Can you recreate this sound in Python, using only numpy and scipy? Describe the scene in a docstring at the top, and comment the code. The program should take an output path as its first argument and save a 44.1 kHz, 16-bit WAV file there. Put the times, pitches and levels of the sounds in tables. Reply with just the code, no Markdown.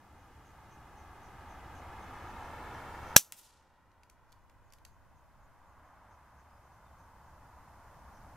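"""Air rifle shot in a grassy field

One shot cracks, the pellet smacks its target and trees throw the report back; then the action clicks and rasps.
Decaying resonances make the rifle, shaped noise its air jet, echo and clicks, and two short snaps the pellet.
Cars (filtered noise under a sliding comb), an engine drone, a gust, hiss and chirping birds lie behind.
The shot knocks the recorder's gain down, and the background slowly swells back."""
import sys
import numpy as np
from scipy import signal
from scipy.fft import rfft, irfft, next_fast_len
from scipy.io import wavfile
from scipy.ndimage import uniform_filter1d, minimum_filter1d

SR = 44100
rng = np.random.default_rng(int(sys.argv[2]) if len(sys.argv) > 2 else 0)


def materialize(psi):
    """Save the field psi as 16-bit PCM at rate SR to the path in sys.argv[1].

    A 1-D psi becomes a single channel; in a 2-D psi each row is a channel.
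    """
    bounded = np.clip(np.atleast_2d(psi).T, -1, 1)
    quanta = np.round(bounded * 32767).astype(np.int16)
    wavfile.write(sys.argv[1], SR, quanta)


N = 368676  # length in samples


def amp(db):
    """Decibels to gain."""
    return 10 ** (np.asarray(db) / 20)


def evened(x):
    """Scales to rms 1."""
    return x / np.sqrt(np.mean(x ** 2) + 1e-30)


def read(points, hz):
    """Reads a curve on a log-frequency axis."""
    f, value = np.transpose(points)
    return np.interp(np.log(hz + 1), np.log(f), value)


def add(mix, s, sound):
    """Mixes a mono or stereo sound in at time s."""
    part = mix[:, round(s * SR):][:, :sound.shape[-1]]
    part += sound[..., :part.shape[1]]


def bump(t, centre, half):
    """A smooth hump of height 1 that falls to 1/e at half a length from its centre."""
    return np.exp(-((t - centre) / half) ** 2)


def swell(t, rise, t60):
    """An envelope that rises from t = 0 and dies away."""
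    t = np.maximum(t, 0)
    return (1 - np.exp(-t / rise)) * amp(-60 * t / t60)


def smooth_random(size, width):
    """A smoothed random curve of rms 1."""
    return evened(uniform_filter1d(rng.standard_normal(size), size=width))


def noise(spectrum, likeness, size):
    """Stereo noise of rms 1 with a given colour and left-right likeness."""
    length = next_fast_len(size)
    hz = np.fft.rfftfreq(length, 1 / SR)
    a, b = rfft(rng.standard_normal((2, length)))
    same = np.clip(read(likeness, hz), -1, 1)
    pair = np.array([a, same * a + np.sqrt(1 - same ** 2) * b])
    return evened(irfft(pair * amp(read(spectrum, hz)), length)[:, :size])


# colour of the background haze: freq_hz, density_db (relative, per Hz)
HAZE_COLOUR = [(20, 23), (100, 16.5), (300, 12), (1000, 4.5), (3000, -3), (5000, 4), (6500, 4), (8000, 1),
               (12000, 1), (14500, 0), (15800, -8.5)]
# left-right likeness of the haze and the gust: freq_hz, coherence (0 to 1)
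HAZE_LIKENESS = [(100, .1), (3000, .1), (7000, 0.06), (15000, 0.033)]


def hiss(level_db=-81.0):
    """A steady, wide haze of noise, nearly independent left and right."""
    return amp(level_db) * noise(HAZE_COLOUR, HAZE_LIKENESS, N)


# one soft gust at the microphones
GUST_S, GUST_HALF_S, GUST_DB = 4.7, 1, -65  # middle s, half length s, level dB


def gust():
    """A breeze buffets each microphone almost separately, mostly in the lows."""
    t = np.arange(N) / SR
    breeze = noise([(15, 0), (80, -6.0), (250, -21.0), (1500, -49)], HAZE_LIKENESS, N)
    return amp(GUST_DB) * bump(t, GUST_S, GUST_HALF_S) * breeze


# colour of the engine drone: freq_hz, density_db (relative, per Hz)
ENGINE_COLOUR = [(10, -7), (30, -5.5), (50, -6), (72, 1), (105, -5), (150, -12.5), (250, -18), (500, -33.5),
                 (2000, -71)]
# left-right likeness of direct sound: freq_hz, coherence (0 to 1)
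DIRECT_LIKENESS = [(20, 0.99), (60, 0.97), (290, 0.93), (800, 0.99), (1500, 0.95), (3100, 0.65), (7000, .6),
                   (15000, .2)]
# the drone swells around the loudest car
DRONE_S, DRONE_HALF_S, DRONE_RISE_DB = 2, 1.2, 2.8  # middle s, half length s, rise dB


def engines(drone_db=-69.7):
    """Low drone of engines: deep noise with one broad swell."""
    t = np.arange(N) / SR
    level_db = drone_db + DRONE_RISE_DB * bump(t, DRONE_S, DRONE_HALF_S)
    return amp(level_db) * noise(ENGINE_COLOUR, DIRECT_LIKENESS, N)


# colour of the tyre roar: freq_hz, density_db (relative, per Hz)
TYRE_COLOUR = [(40, -19.5), (150, -7.5), (300, -3.5), (430, -12), (620, -3.5), (900, 0.5), (1300, -4.5),
               (1750, -9), (2400, -17), (3200, -22), (4500, -30.5), (8000, -38.5), (15000, -45)]
# cars on the road: nearest_s, level_db (there, relative), half_power_s, echo_share (0 to 1),
# pitch_hz (centre of the tilt), breadth_db (per octave either side of the pitch)
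PASSING_CARS = [(.2, -78, .7, .3, 1198, 4), (2.5, -64.5, 1, .42, 1000, 0.75),
                (4.3, -74.5, .4, .35, 1000, -0.5), (5.92, -66, .38, .03, 1080, -4.4),
                (7.9, -69, 1.2, 0.071, 899.8, -4.5)]
# lag of the ground echo behind the direct roar: time_s, lag_ms
ECHO_LAG = [(0, 2.4), (1.6, 2.42), (3.1, 2.21), (5.2, 1.95)]


def road(roar_db=1, patchy_db=.9):
    """Each car's tyre roar grows and fades with distance; its echo off the ground lays a sliding comb on it."""
    hz, t, z = signal.stft(noise(TYRE_COLOUR, DIRECT_LIKENESS, N), SR, nperseg=1024, noverlap=768)
    lag_ms = np.interp(t, *np.transpose(ECHO_LAG))
    echo = np.exp(-2j * np.pi * hz[:, None] * lag_ms / 1000)
    band = np.clip(hz[:, None], 300, 8000)  # the tilt stops outside this range
    power = 0
    for s, db, half, share, pitch, breadth in PASSING_CARS:
        tilt_db = breadth * abs(np.log2(band / pitch))
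        combed = amp(db + tilt_db) * (1 + share * echo)
        power = power + abs(combed) ** 2 / (1 + ((t - s) / half) ** 2)
    # smooth random patches in both pitch and time
    patches = uniform_filter1d(rng.standard_normal(z.shape), size=14, axis=0)
    patches = evened(uniform_filter1d(patches, size=14, axis=1))
    z = z * np.sqrt(power) * amp(roar_db + patchy_db * patches)
    return signal.istft(z, SR, nperseg=1024, noverlap=768)[1][:, :N]


# left-right likeness of scattered sound: freq_hz, coherence (0 to 1)
SCATTER_LIKENESS = [(60, 0.33), (1400, 0.97), (3100, .88), (6800, .6), (15000, .15)]


def scatter(x, rise, t60):
    """Grass and bushes return a sound as a short diffuse tail."""
    t = np.arange(SR // 2) / SR
    tail = noise([(1, 0), (SR, 0)], SCATTER_LIKENESS, len(t)) * swell(t, rise, t60)
    return signal.oaconvolve(x, tail / np.linalg.norm(tail[0]), axes=1)[:, :N]


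def chirp(s, db, hz, length, fall, buzz, pulsing, pulse_hz=70):
    """One falling note; buzz roughens its pitch and pulsing chops it into syllables."""
    u = np.linspace(-.5, .5, round(length * SR))
    jitter = smooth_random(SR // 4, 36)[:len(u)]
    turns = np.cumsum(hz * (1 - fall * u + buzz * jitter)) / SR
    syllables = evened(1 + pulsing * np.cos(2 * np.pi * pulse_hz * length * u))
    note = np.cos(np.pi * u) * syllables * np.sin(2 * np.pi * turns)
    return s - length * 2 / 3, amp(db) * note * np.sqrt(2)  # s falls two thirds into the note


# bouts of evenly spaced chirps, or single ones: first_s, last_s, level_db (relative), pitch_hz
CHIRP_BOUTS = [(.22, 2.3, -86, 6250), (2.16, 3.06, -89.5, 5960), (3.1, 3.1, -83, 6100),
               (4.42, 5.7, -89, 6650), (5.88, 6.66, -89.5, 6326), (6.75, 7.28, -90, 6340),
               (8.17, 8.5, -85, 5700)]
# short falling whistles of another bird: time_s, level_db (relative), pitch_hz
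FALLING_WHISTLES = [(6.87, -88, 3600), (6.93, -85.5, 3140)]
# a second bird's pulsed trills: middle_s, level_db (relative), pitch_hz
PULSED_TRILLS = [(3.09, -88.5, 5050), (6.53, -87.5, 5050)]
CHIRP_EVERY_S, BOUT_SWELL_DB = .26, 5  # rough pace within a bout, and how much louder its middle gets
CHIRP_SPREAD_DB, CHIRP_SPREAD_HZ = 1.2, 120  # most that one chirp strays from its bout's curve


def birds(trill_length=.16, trill_hz=29, direct_db=-6, wet_db=-3):
    """Bouts of buzzy chirps, falling whistles and pulsed trills: gliding sines blurred by scatter."""
    out = np.zeros((2, N))
    for first, last, db, hz in CHIRP_BOUTS:
        for u in np.linspace(0, 1, 1 + round(abs(last - first) / CHIRP_EVERY_S)):
            uneven = rng.uniform(-1, 1, 2)
            start = first + u * (last - first)
            level = db + BOUT_SWELL_DB * np.sin(np.pi * u) + CHIRP_SPREAD_DB * uneven[0]
            pitch = hz + CHIRP_SPREAD_HZ * uneven[1]
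            add(out, *chirp(start, level, pitch, length=.075, fall=.05, buzz=.06, pulsing=.8))
    for row in FALLING_WHISTLES:
        add(out, *chirp(*row, length=.036, fall=.06, buzz=.012, pulsing=0))
    t = np.arange(round(trill_length * SR)) / SR
    for s, db, hz in PULSED_TRILLS:
        pulses = np.sin(np.pi * t / trill_length) * np.sin(np.pi * trill_hz * t) ** 4
        glide = 1 + .035 * np.sin(2 * np.pi * trill_hz * t)  # each pulse slides down
        turns = np.cumsum(hz * glide) / SR
        add(out, s - trill_length / 2, amp(db) * pulses * np.sin(2 * np.pi * turns) * np.sqrt(2))
    return amp(direct_db) * out + amp(wet_db) * scatter(out, rise=.002, t60=.12)


# colour of the echo from the trees: freq_hz, density_db (relative, per Hz)
TREE_COLOUR = [(200, -24), (1000, -27), (2800, -4), (4500, -1.5), (6500, 0), (9000, 1), (13000, 5),
               (15500, -0.5)]
# how long that echo lasts: freq_hz, t60_s
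TREE_DECAY = [(1000, 1), (3000, 1), (6500, 0.74), (10000, 0.5), (15000, 0.26)]


def trees(start_s=3.36, echo_db=-49, rise=0.019, patchy_db=2):
    """The report comes back from a line of trees as an uneven rush that loses its treble first."""
    out = np.zeros((2, N))
    hz, t, z = signal.stft(noise(TREE_COLOUR, SCATTER_LIKENESS, SR), SR, nperseg=256)
    clumps = smooth_random(len(t), 4)
    fade = swell(t, rise, read(TREE_DECAY, hz)[:, None])
    z = z * fade * amp(echo_db + patchy_db * clumps)
    add(out, start_s, signal.istft(z, SR, nperseg=256)[1])
    return out


# clicks of cocking and loading: start_s, peak_db (before scatter), treble_db (treble share, sets the tilt)
LOADING_CLICKS = [(3.6234, -60, -17), (3.9154, -60, -27), (4.0332, -50, -17), (4.0976, -48, -13),
                  (4.3204, -53, -11), (4.3254, -51, -17), (4.4964, -55, -18), (4.7227, -50, -11),
                  (4.7346, -47, -13), (4.7844, -58, -13), (4.8499, -41, -18)]
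# colour of the clicks and the slide: freq_hz, density_db (relative, per Hz)
LATCH_COLOUR = [(300, -32), (1200, -16), (2400, 1.5), (3300, -3), (4300, 0), (5200, -1), (6300, -1),
                (8500, -8.5), (12000, -5.5), (15500, -18.5)]


def loading(t60=.013, dry_db=0, wet_db=-8, brighten=0.46, wet_low_hz=4000):
    """Small metal parts scrape and snap home; the grass scatters mostly their treble."""
    t, out = np.arange(SR // 20) / SR, np.zeros((2, N))
    usual = np.mean([row[2] for row in LOADING_CLICKS])
    for s, db, treble in LOADING_CLICKS:
        tilt = brighten * (treble - usual)  # dB per octave around 5 kHz
        colour = [(hz, level + tilt * np.log2(hz / 5000)) for hz, level in LATCH_COLOUR]
        click = noise(colour, DIRECT_LIKENESS, len(t)) * swell(t, 0.0023, t60)
        add(out, s, amp(db) * click / abs(click).max())
    highpass = signal.butter(1, wet_low_hz, "high", fs=SR, output="sos")
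    bright = signal.sosfilt(highpass, out)
    return amp(dry_db) * out + amp(wet_db) * scatter(bright, rise=.012, t60=0.16)


# the bolt slides back, then forward: middle_s, half_length_s, level_db
BOLT_SLIDES = [(4.3, .035, -80), (4.715, .03, -80)]


def sliding(catches_per_s=260):
    """The bolt rasps as it slides: a run of tiny catches of random strength."""
    t = np.arange(N) / SR
    catches = (rng.random(N) < catches_per_s / SR) * rng.exponential(1, N)
    tick = noise(LATCH_COLOUR, DIRECT_LIKENESS, SR // 100) * swell(t[:SR // 100], .0003, .005)
    rasp = evened(signal.oaconvolve(catches[None], tick, axes=1)[:, :N])
    return rasp * sum(amp(db) * bump(t, s, half) for s, half, db in BOLT_SLIDES)


# the pellet strikes target and backstop: start_s, peak_db (before scatter), snap_hz
PELLET_STRIKES = [(3.3229, -17, 7500), (3.3243, -25.5, 2400)]


def pellet(cycles=0.44, wet_db=-6):
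    """Two very short snaps at the target, scattered by the plants around it."""
    t, out = np.arange(SR // 100) / SR, np.zeros((2, N))
    for s, db, hz in PELLET_STRIKES:
        ring = np.exp(-hz * t / cycles) * np.sin(2 * np.pi * hz * t)
        snap = np.diff(ring, prepend=0)
        add(out, s, amp(db) * snap / abs(snap).max())
    return out + amp(wet_db) * scatter(out, rise=0.00073, t60=0.17)


MUZZLE_S = 3.1641  # the air bursts from the muzzle
# colour of the air jet and its scatter off the ground nearby: freq_hz, density_db (relative, per Hz)
JET_COLOUR = [(40, -17.5), (150, -12), (400, -18), (1200, -14), (1900, -14.5), (2700, -6), (3600, -5),
              (5000, -4), (6100, 2), (7500, -1), (10000, -2.5), (12700, .5), (15500, -7)]
# left-right likeness of the air jet: freq_hz, coherence (0 to 1)
JET_LIKENESS = [(60, 0.51), (1400, 1), (2400, 0.96), (4500, 1), (7000, 1), (12000, 0.35)]


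def muzzle(push_db=-14.5, push_hz=125, push_s=.002, burst_db=-4, jet_db=-8, jet_t60=0.07,
           ground_db=-36, ground_t60=.27, rough_db=1.63):
    """A pressure wave and a burst of air, then the sputtering jet and its scatter off the ground."""
    t, out = np.arange(SR // 2) / SR, np.zeros((2, N))
    push = amp(push_db) * np.cos(2 * np.pi * push_hz * t) * np.exp(-t / push_s)
    valve_open = (1 - np.tanh((t - .0036) / .0003)) / 2  # shuts after 3.6 ms
    sputter = amp(rough_db * smooth_random(len(t), 50))
    jet = amp(jet_db) * swell(t, .003, jet_t60)
    ground = amp(ground_db) * swell(t, 0.0076, ground_t60)
    air = amp(burst_db) * valve_open + sputter * (jet + ground)
    add(out, MUZZLE_S, push + air * noise(JET_COLOUR, JET_LIKENESS, len(t)))
    return out


# blows inside the rifle as it fires: start_s, peak_db
RIFLE_BLOWS = [(3.1615, -15), (3.1629, 2), (3.1641, 15)]
# broad resonances of action and barrel: freq_hz, width_hz, level_db (relative)
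ACTION_MODES = [(610, 210, -6.5), (1100, 210, -14), (1310, 240, -2), (1640, 190, 0), (2730, 220, -2.5),
                (3260, 190, -3.5), (4020, 140, -7), (4390, 210, -3.5), (5050, 190, -8), (5340, 190, -9),
                (5830, 120, -0.5), (6900, 220, -5), (7400, 200, -6.5), (7810, 110, -7), (9650, 190, -8),
                (11660, 250, -12.5), (11730, 260, -8.5), (12100, 280, -6.5), (12350, 250, -8)]
# ringing of the steel parts: freq_hz, level_db (relative to ring_db), t60_s
STEEL_MODES = [(6040, 1, 0.097), (7070, -2.5, .075), (8920, -8, .07), (9300, -3, 0.09), (9948, -3, .05),
               (11020, -7.5, .07), (11785, -0.5, .08), (12280, -1, .08), (12600, -6, .07), (12800, -5, .08)]


def rifle(ring_db=-25, ring_width=0.59):
    """A few blows within milliseconds ring the action and, more faintly, the steel."""
    t, out = np.arange(SR // 4) / SR, np.zeros((2, N))
    knock = np.zeros(len(t))
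    for hz, width, db in ACTION_MODES:
        knock += amp(db) * np.exp(-np.pi * width * t) * np.sin(2 * np.pi * hz * t)
    for s, db in RIFLE_BLOWS:
        add(out, s, amp(db) * knock / abs(knock).max())
    for hz, db, t60 in STEEL_MODES:
        # left and right start at different phases, which widens the ring
        phase = 2 * np.pi * rng.random() + ring_width * rng.standard_normal((2, 1))
        add(out, MUZZLE_S, amp(ring_db + db - 60 * t / t60) * np.sin(2 * np.pi * hz * t + phase))
    return out


def off_centre(x, lag_s=.000013):
    """A source slightly to the left reaches the right microphone a moment later."""
    size = next_fast_len(N)
    late = np.exp(-2j * np.pi * np.fft.rfftfreq(size, 1 / SR) * lag_s)
    return np.array([x[0], irfft(rfft(x[1], size) * late, size)[:N]])


def scene():
    """The shot and its aftermath over the background of the field."""
    background = road() + engines() + gust() + birds() + hiss()
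    shooter = off_centre(rifle() + muzzle() + loading() + sliding())
    return shooter + trees() + pellet() + background


# the recorder's gain: at the start, the lowest it is pushed, and how fast it recovers
START_DB, LOWEST_DB, RECOVER_DB_PER_S = 8, -4, 3.2
EDGE_HZ = 15750  # upper band limit


def record(dry, target_db=-14, clip_db=1.5):
    """Gain control drops at a loud peak and creeps back; the report overloads; then the band limit."""
    peak = -minimum_filter1d(-abs(dry).max(0), size=200)
    allowed_db = np.maximum(target_db - 20 * np.log10(peak + 1e-9), LOWEST_DB)
    creep_db = RECOVER_DB_PER_S * np.arange(N) / SR
    # a running minimum under the creep: drops at once, climbs only at the recovery rate
    gain_db = np.minimum.accumulate(np.minimum(allowed_db - creep_db, START_DB)) + creep_db
    driven = dry * amp(uniform_filter1d(gain_db, size=60))
    clipped = np.clip(driven, -amp(clip_db), amp(clip_db))
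    lowpass = signal.firwin(511, EDGE_HZ, window=("kaiser", 9), fs=SR)
    return signal.oaconvolve(clipped, lowpass[None], "same", axes=1)


dry = scene()
out = record(dry)
materialize(out)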